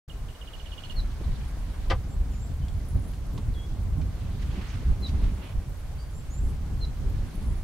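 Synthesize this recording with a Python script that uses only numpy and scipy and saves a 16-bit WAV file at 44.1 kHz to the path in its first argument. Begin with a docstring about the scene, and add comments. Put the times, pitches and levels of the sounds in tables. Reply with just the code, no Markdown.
"""A guineafowl's short trill opens close by on the right, on dry, open ground in gusty wind.
The birds forage near the microphone, peeping softly and stabbing the grit with their beaks;
further off, small birds whistle thinly. Dry stalks tick and rustle, and once something close by
scuffs a hollow surface and sets it ringing. Eddies throb, rumble and flutter on the microphone."""
import sys
import numpy as np
from scipy import signal
from scipy.io import wavfile
from scipy.ndimage import uniform_filter1d

SR = 44100
rng = np.random.default_rng(int(sys.argv[2]) if len(sys.argv) > 2 else 0)


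def put_to_file(sound):
    """Save the sound as 16-bit audio at rate SR, in the file named by the first command-line argument."""
    columns = np.atleast_2d(sound).T  # one column per channel
    safe = np.clip(columns, -1, 1)
    whole_steps = np.round(safe * 32767)
    wavfile.write(sys.argv[1], SR, whole_steps.astype(np.int16))


N = 336483
TIME = np.arange(N) / SR

# bouts of fine, high twittering: t/s, half length/s, level/dB
TWITTER_BOUTS = [(1.45, .3, -72), (3.02, .17, -66), (5.2, .7, -74), (6.12, .12, -71), (7.48, .22, -64.5)]


def guineafowl_trill():
    """Quick downward hooks, close on the right; towards the end they break into a rasp."""
    # notes: t/s, length/s, relative level/dB
    notes = [(0.094, 0.026, -49.5), (0.282, 0.029, -54.5), (0.347, .018, -56), (0.411, 0.02, -48),
             (0.472, 0.02, -48.5), (0.532, 0.025, -47), (0.594, .026, -49.5), (0.657, 0.019, -49),
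             (0.715, 0.0273, -47.5), (.778, 0.016, -44), (0.835, 0.014, -43), (0.896, .015, -43)]
    # shape of one note: share of its length, f/Hz, relative level/dB
    hook = [(0, 3950, -12), (.12, 3410, -2.5), (.26, 2997, 4.5), (.45, 2854, -2), (.82, 2884, 0),
            (1, 3230, -4)]
    # resonances of the throat: f/Hz, gain/dB, t60/s
    throat = [(2930, 4, 0.017), (3300, -1, 0.01), (4260, 1.5, 0.045)]
    last_rasp_db, rasp_growth_db_per_s = -47, 38
    last_s = notes[-1][0]
    hooks = rasp_gain = 0
    for start, length, db in notes:
        hooks += bird_tone(np.array(hook) * [length, 1, 1] + [start, 0, db], waver=.0059)
        gate = np.interp(TIME - start, [.006, .013, .028, .042], [0, 1, 1, 0])
        rasp_gain += from_db(last_rasp_db - rasp_growth_db_per_s * (last_s - start)) * gate
    hiss = rng.standard_normal((2, N))
    rasp = rasp_gain * rms_one(sum(from_db(db) * resonate(hiss, hz, t60) for hz, db, t60 in throat))
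    # the held pitch of each note lingers among the bushes and reaches both sides
    held = np.stack([band(hooks, 2800, 3100)] * 2)
    echoes = scatter(held, t60=.5, wet_db=-7) - held
    return pan(from_db(-7) * hooks, left_db=-20) + echoes + pan(rasp, left_db=-3)


def guineafowl_peeps():
    """Soft notes near the microphone: each swells, sags ever faster and ends in an upward flick."""
    # peeps: t/s, length/s, level/dB, opening f/Hz, lowest f/Hz
    calls = [(0.953, 0.054, -42, 4350, 3890), (5.019, 0.054, -39, 4110, 3790),
             (6.801, 0.054, -42, 4200, 3910)]
    flick_hz = 6400
    share = np.array([0, .25, .5, .75, .92, 1])
    contour_db = np.array([-23, -5, -.5, 0, .5, -18])
    sag = (share[:-1] / share[-2]) ** 2.6
    out = 0
    for start, length, db, opening_hz, lowest_hz in calls:
        hz = np.append(opening_hz + (lowest_hz - opening_hz) * sag, flick_hz)
        out += bird_tone(np.column_stack([start + length * share, hz, db + contour_db]), waver=.005)
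    return scatter(pan(out, left_db=-1), t60=.17, wet_db=-8)


def pecks():
    """A beak stabs gritty soil on the right: a short crunch with one main resonance."""
    # stabs: t/s, relative grit level/dB, relative ring level/dB, ring f/Hz, grit t60/s
    stabs = [(2.683, -46.5, -47, 3280, 0.034), (2.796, -54, -52, 2010, 0.036), (3.134, -51, -58, 2730, .07),
             (3.377, -44.5, -38, 1006, 0.07), (4.014, -49.5, -54, 2400, .05)]
    out = 0
    for start, grit_db, ring_db, hz, t60 in stabs:
        grit = burst(start, t60)
        struck_spot = resonate(resonate(grit, hz, t60=.029), hz, t60=.006)
        ringing = np.std(grit) * rms_one(struck_spot)
        out += from_db(grit_db + 6) * band(grit, 990, 4700) + from_db(ring_db - 5) * ringing
    return scatter(pan(out, left_db=-6), t60=.081, wet_db=-17)


def scuff():
    """Close by, friction starts bright and dulls as it slows, setting a hollow surface ringing."""
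    # modes of the hollow surface: f/Hz, relative level/dB, t60/s
    modes = [(334, -11, 0.045), (526, 3, 0.071), (755, 2, 0.038), (1010, -0.5, 0.035), (1130, -6, 0.053),
             (1177, -3, 0.071), (1310, -29, 0.089), (1520, -11, 0.066), (1985, -5.5, 0.028),
             (2130, -18, 0.091), (2690, -15, 0.038), (3120, -8, 0.023), (3460, -16, 0.028),
             (4600, -12, 0.013)]
    start_s, attack_s, hold_s = 1.9, .009, .011
    peak_db, rise_db, fade_db_per_s = -30.5, 7, 640
    bright_hz, dull_hz, slowing_s = 6800, 1900, .008
    age = np.clip(TIME - start_s, 0, 1)
    # it bites, presses harder, holds, then fades
    pressing_db = rise_db * np.minimum(age / attack_s - 1, 0)
    fading_db = fade_db_per_s * np.maximum(age - attack_s - hold_s, 0)
    corner_hz = dull_hz + (bright_hz - dull_hz) * np.exp(-age / slowing_s)
    grit = rng.standard_normal(N) + .55 * rng.standard_normal((2, N))
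    edges = 280 * 2 ** np.arange(0, 6, .5)
    friction = 0
    for k, (low, high) in enumerate(zip(edges, edges[1:])):
        # each band takes a different stretch of the grit
        stretch = np.roll(band(grit, low, high), k * SR // 10, axis=1)
        friction += stretch / np.sqrt((1 + (high / corner_hz) ** 4.25) * (1 + (low / 4600) ** 6))
    friction = even(friction, size=300) * from_db(peak_db + pressing_db - fading_db) * (age > 0)
    ringing = sum(from_db(db) * rms_one(resonate(friction, hz, t60)) for hz, db, t60 in modes)
    return pan(friction + from_db(-6) * np.std(friction) * ringing, left_db=2.5)


def wind():
    """Large eddies throb on the microphone, smaller ones rumble and flutter; stronger wind is brighter."""
    # strength of the wind at the microphone: t/s, level/dB
    strength = [(0.25, -42), (0.68, -43.5), (1.09, -36), (2.88, -34.5), (3.09, -34), (4.11, -31.5),
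                (4.67, -34.5), (5.1, -30.5), (5.22, -30), (5.35, -33.5), (6.09, -40.5), (6.6, -33.5),
                (6.81, -34), (7.09, -36.5), (7.51, -32), (7.63, -35.5)]
    # the strongest eddies hit: t/s, half length/s, throb rise/dB, rumble rise/dB
    buffets = [(0.22, .08, 6.5, -0.5), (0.97, 0.1, 5.5, 3), (1.3, 0.047, 10, 3), (1.93, .05, 9.5, 5.5),
               (2.216, 0.053, 10, 7), (2.63, .025, 0.5, 4), (2.968, 0.028, 1, 14), (3.512, .05, 2.5, 5),
               (4.907, 0.041, 10, 9.5), (5.14, 0.036, 2.5, 6), (5.26, 0.028, 10.5, 3.5),
               (5.57, 0.021, 21, 6), (6.455, 0.063, 11, 5.5), (7.077, 0.13, 8.5, 8.5),
               (7.497, 0.037, 3.5, 3.5)]
    # the wind drops for a moment: t/s, half length/s, drop/dB
    lulls = [(0.366, .04, 12), (0.526, 0.06, 4.5), (0.8, 0.066, 6.5), (3.12, 0.17, 2.5), (3.624, 0.036, 7),
             (4.15, 0.085, 5), (4.456, .12, 2), (5.47, 0.074, 5.5), (5.645, 0.022, 7), (6.96, 0.043, 9),
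             (7.322, 0.051, 10.5)]
    # spectra of large, middling and small eddies: f/Hz, relative density/dB
    throb_spectrum = [(14, -11), (22, -1), (45, 3.5), (60, -16.5)]
    rumble_spectrum = [(42, -14), (60, 4.5), (85, -1.5), (120, -7), (170, -29)]
    flutter_spectrum = [(90, 1.5), (125, -2.5), (170, 0), (250, -7), (350, -13), (500, -21), (900, -28.5)]
    # short, soft bumps in the rumble: t/s, level/dB, highest f/Hz
    soft_bumps = [(1.211, -40, 370), (1.575, -47, 480), (2.965, -41, 335)]
    usual_db, turbulence_db = -35, 2.5

    def eddies(spectrum, relative_db, patchy_db, size):
        """Eddies of one size, unsteady around their level."""
        noise = even(banded_noise(spectrum, patchy_db), size)
        return from_db(usual_db + relative_db + turbulence_db * drift(7.9)) * noise

    excess_db = np.interp(TIME, *np.transpose(strength)) - usual_db
    lull_db = sum(db * swell(s, half) for s, half, db in lulls)
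    throb_gust_db = sum(db * swell(s, half) for s, half, db, _ in buffets) - lull_db
    rumble_gust_db = sum(db * swell(s, half) for s, half, _, db in buffets) - lull_db
    throb_db = 1.5 + .8 * excess_db + throb_gust_db
    rumble_db = 1 + excess_db + rumble_gust_db
    flutter_db = -9.5 + 1.34 * excess_db + .56 * rumble_gust_db
    throb = eddies(throb_spectrum, throb_db, patchy_db=1, size=4400)
    rumble = eddies(rumble_spectrum, rumble_db, patchy_db=2, size=3000)
    flutter = eddies(flutter_spectrum, flutter_db, patchy_db=1.7, size=2500)
    bumps = 0
    for s, db, hz in soft_bumps:
        octave = band(rng.standard_normal((1, N)), hz / 2, hz)
        bumps += from_db(db) * swell(s, .0074) * even(octave, size=900)
    return pan(throb + rumble, left_db=-.8 + .4 * drift(1.6)) + pan(flutter, left_db=-1.1) + bumps


def distant_whistles():
    """Small birds further off: each thin whistle bends in one arc and is loudest in the middle."""
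    # whistles: t/s, length/s, level/dB, opening f/Hz, middle f/Hz, closing f/Hz
    calls = [(2.102, 0.055, -61.5, 7200, 7560, 7850), (2.295, 0.13, -63.5, 7400, 7000, 7280),
             (2.403, 0.068, -57, 7250, 7500, 7750), (2.32, 0.051, -62, 3700, 2460, 2000),
             (2.614, 0.04, -60, 3300, 3010, 3280), (3.534, 0.022, -58.5, 4800, 3750, 3370),
             (3.544, .118, -51.5, 3400, 3305, 3400), (5.98, 0.059, -57, 4600, 4660, 4800),
             (6.13, .088, -60, 6800, 7470, 7500), (6.298, .075, -54, 6400, 7030, 7320),
             (6.373, .024, -52, 7160, 7400, 7650)]
    edge_drop_db = 7
    along = np.linspace(-1, 1, 11)
    out = 0
    for start, length, db, opening_hz, middle_hz, closing_hz in calls:
        times = start + length * (along + 1) / 2
        slope_hz = (closing_hz - opening_hz) / 2
        bend_hz = (closing_hz + opening_hz) / 2 - middle_hz
        hz = middle_hz + slope_hz * along + bend_hz * along ** 2
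        out += bird_tone(np.column_stack([times, hz, db - edge_drop_db * along ** 2]), waver=.0063)
    return scatter(pan(out, left_db=-3), t60=.33, wet_db=-4)


def chirps():
    """Tiny, very high chirps on the right: a few clear ones, and faint ones during the twittering."""
    # the clearest chirps: t/s, level/dB, f/Hz
    clear = [(1.4805, -63, 9970), (1.6965, -63, 10000), (2.8843, -53.5, 10260), (2.9357, -61, 15100),
             (3.0814, -60, 10900), (3.2625, -61, 11100), (3.3293, -61, 13200), (5.003, -61, 10930),
             (5.4655, -62, 10200), (5.6905, -61, 11900), (5.7917, -59, 11050), (6.3355, -61, 10900),
             (7.0938, -60, 11900), (7.35, -56, 9820)]
    faint_per_s, faint_db, low_hz, high_hz = 2.5, -63, 9750, 13200
    attack_s, fade_s, edge_drop_db = .008, .0217, 23
    activity = np.cumsum(bouts(TWITTER_BOUTS))
    faint = []
    for when, height in rng.random((int(faint_per_s * N / SR), 2)):
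        s = np.interp(when * activity[-1], activity, TIME)
        faint.append((s, faint_db, low_hz + (high_hz - low_hz) * height ** 2))
    out = 0
    for s, db, hz in list(clear) + faint:
        top_s, edge_db = s + attack_s / 2, db - edge_drop_db
        contour = [(top_s - attack_s, hz, edge_db), (top_s, hz, db), (top_s + fade_s, hz, edge_db)]
        out += bird_tone(contour, waver=.015)
    return scatter(pan(out, left_db=-7), t60=.15, wet_db=-6)


def stalk_snaps():
    """Dry stalks give way, each with a bright tick."""
    # snaps: t/s, relative level/dB
    snaps = [(2.8845, -52), (3.081, -59), (3.1144, -55), (7.34, -57), (7.357, -54)]
    ticks = sum(from_db(db + 4) * burst(s, t60=.035) for s, db in snaps)
    return scatter(pan(band(ticks, 9500, 14500), left_db=-2), t60=.08, wet_db=-4)


def brushes():
    """Brief strokes of something dry sliding past, each with its own colour."""
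    # strokes: t/s, half length/s, level/dB, lowest f/Hz, highest f/Hz
    strokes = [(4.432, 0.012, -49.5, 600, 4900), (4.64, 0.21, -53.5, 1080, 3200),
               (5.083, 0.023, -50, 1700, 5400), (5.253, 0.035, -53.5, 1100, 3830),
               (5.464, 0.066, -50, 1790, 3140), (5.473, 0.08, -51, 550, 1360),
               (6.483, 0.055, -58.5, 7000, 12000)]
    hiss = rng.standard_normal(N) + 1.54 * rng.standard_normal((2, N))
    out = 0
    for s, half, db, low, high in strokes:
        out += from_db(db) * swell(s, half) * rms_one(band(hiss, low, high))
    return pan(out * from_db(2.6 * drift(35)), left_db=-4)


def grass():
    """Dry grass rustles in bouts, and faintly in between."""
    # bouts of rustling: t/s, half length/s, level/dB
    rustling = [(0.75, 0.46, -58.5), (1.4, 0.3, -56.5), (1.82, 0.15, -57.5), (4.25, .15, -57.5),
                (4.68, 0.25, -52.5), (5.2, 0.22, -57), (7.22, 0.37, -59.5)]
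    # spectrum of the rustle: f/Hz, relative density/dB
    spectrum = [(400, -5.5), (700, 2), (1400, 2), (2800, -2), (4500, -3.5), (8000, -21.5), (15000, -31)]
    rest_db = -68.5
    return pan((from_db(rest_db) + bouts(rustling)) * banded_noise(spectrum, patchy_db=2.5), left_db=-2)


def twitter():
    """A fine, high tinkling of many tiny ticks."""
    # pitches of the ticks: f/Hz, gain/dB
    pitches = [(9400, 3), (9900, 1), (10350, 7), (11100, -9), (11900, -19)]
    ticks_per_s = 250   # at each pitch
    tinkle = 0
    for hz, db in pitches:
        onsets = rng.random(N) < ticks_per_s / SR
        strengths = from_db(4.5 * np.minimum(rng.exponential(1, (2, N)), 4))
        ticks = onsets * strengths * rng.choice([-1, 1], N)
        tinkle += from_db(db) * resonate(ticks, hz, t60=.0054)
    return bouts(TWITTER_BOUTS) * rms_one(tinkle)


def open_air():
    """The quiet, wide hiss of open ground behind everything."""
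    # spectrum of the air: f/Hz, relative density/dB
    spectrum = [(100, -1), (300, 0), (700, -2), (1100, -5.5), (2000, -10.5), (3200, -13.5), (5500, -16),
                (8200, -17), (9300, -21), (10500, -19.5), (15500, -25)]
    return from_db(-51.5) * banded_noise(spectrum, patchy_db=1.03)


def scatter(x, t60, wet_db):
    """Trunks and bushes throw back a thin, quickly dying spray of echoes, different on each side."""
    t = TIME[:SR // 2]
    echoes = rng.standard_normal((2, len(t))) * (rng.random((2, len(t))) < .05)
    echoes *= (t > .003) * from_db(-60 * t / t60)
    echoes /= np.sqrt(np.sum(echoes ** 2, axis=1, keepdims=True))
    return x + from_db(wet_db) * signal.fftconvolve(x, echoes, axes=1)[:, :N]


def bird_tone(rows, waver):
    """A nearly pure tone along rows of t/s, f/Hz, level/dB, with a slightly unsteady pitch."""
    s, hz, db = np.transpose(rows)
    span = (TIME > s[0]) & (TIME < s[-1])
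    t, out = TIME[span], np.zeros(N)
    unsteady = rms_one(band(rng.standard_normal(SR // 2), 39, 400))[-len(t):]
    phase = 2 * np.pi * np.cumsum(np.interp(t, s, hz) * (1 + waver * unsteady)) / SR
    envelope = from_db(np.interp(t, s, db)) * signal.windows.tukey(len(t), .06)
    out[span] = np.sqrt(2) * envelope * np.sin(phase)
    return out


def banded_noise(spectrum, patchy_db):
    """Half-octave bands of stereo noise, each with its own flicker and width; rms 1."""
    # how alike the microphone's two sides are: f/Hz, likeness from 0 to 1
    likeness = [(30, 0.97), (90, .93), (180, 0.76), (350, 0.58), (700, 0.75), (1500, 0.42), (3000, 0.14),
                (6000, 0.05), (12000, 0.057)]
    edges = 18 * 2 ** np.arange(0, 10.1, .5)
    out, white = 0, rng.standard_normal((2, 2, N))
    for k, (low, high) in enumerate(zip(edges, edges[1:])):
        if high < spectrum[0][0] or low > spectrum[-1][0]:
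            continue
        mid, side = band(white[k % 2], low, high)
        hz = np.sqrt(low * high)
        alike = at_hz(likeness, hz)
        gain = from_db(at_hz(spectrum, hz) + patchy_db * drift(18))
        out += gain * (np.sqrt(1 + alike) * mid + np.sqrt(1 - alike) * side * [[1], [-1]])
    return rms_one(out)


def burst(start, t60):
    """A puff of noise that starts at once and dies away."""
    age = TIME - start
    return rng.standard_normal(N) * (age > 0) * from_db(-60 * np.clip(age / t60, 0, 3))


def swell(centre, half_length):
    """A smooth rise and fall around a moment."""
    return np.exp(-np.minimum(((TIME - centre) / half_length) ** 2, 20))


def bouts(rows):
    """A gain that swells and fades along rows of t/s, half length/s, level/dB."""
    return sum(from_db(db) * swell(s, half) for s, half, db in rows)


def drift(rate_hz):
    """A slow random wander with a spread of 1."""
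    hop, settling = 40, 2000
    r = np.exp(-2 * np.pi * hop * rate_hz / SR)
    noise = rng.standard_normal(N // hop + settling + 2)
    slow = signal.lfilter([1], [1, -2 * r, r * r], noise)[settling:]
    return np.interp(np.arange(N) / hop, np.arange(len(slow)), rms_one(slow))


def resonate(x, hz, t60):
    """One resonance with a gain of 1 at its peak."""
    r = from_db(-60 / (t60 * SR))
    feedback = [1, -2 * r * np.cos(2 * np.pi * hz / SR), r * r]
    return signal.lfilter(np.array([1, 0, -1]) * (1 - r * r) / 2, feedback, x + 1e-18)


def band(x, low_hz, high_hz):
    """A gentle band-pass."""
    sos = signal.butter(2, [low_hz, min(high_hz, .45 * SR)], "band", fs=SR, output="sos")
    return signal.sosfilt(sos, x + 1e-18)


def even(x, size):
    """Hold a noise at a steady level over spans of `size` samples."""
    return x / np.sqrt(uniform_filter1d(np.mean(x ** 2, axis=0), size) + 1e-12)


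def pan(x, left_db):
    """Place a sound by its left-right level difference."""
    return x * from_db(np.array([[1], [-1]]) * left_db / 2)


def at_hz(points, hz):
    """Read a curve on a log-frequency axis."""
    f, value = np.transpose(points)
    return np.interp(np.log(hz), np.log(f), value)


def rms_one(x):
    """Scale to an rms of 1."""
    return x / np.sqrt(np.mean(x ** 2) + 1e-20)


def from_db(db):
    """Decibels to gain."""
    return 10 ** (np.asarray(db) / 20)


def scene():
    """Open ground, birds near and far, and the scuff, all heard from one microphone position."""
    ground = open_air() + wind() + grass() + brushes()
    birds = guineafowl_trill() + guineafowl_peeps() + distant_whistles() + pecks()
    return ground + birds + twitter() + chirps() + stalk_snaps() + scuff()


def record(dry):
    """The sound opens after a moment of silence; the top is cut steeply."""
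    start_s, fade_in_s, cutoff_hz = .078, .008, 15760
    opened = dry * np.clip((TIME - start_s) / fade_in_s, 0, 1)
    return signal.sosfilt(signal.ellip(16, .1, 80, cutoff_hz, fs=SR, output="sos"), opened)


dry = scene()
out = record(dry)
put_to_file(out)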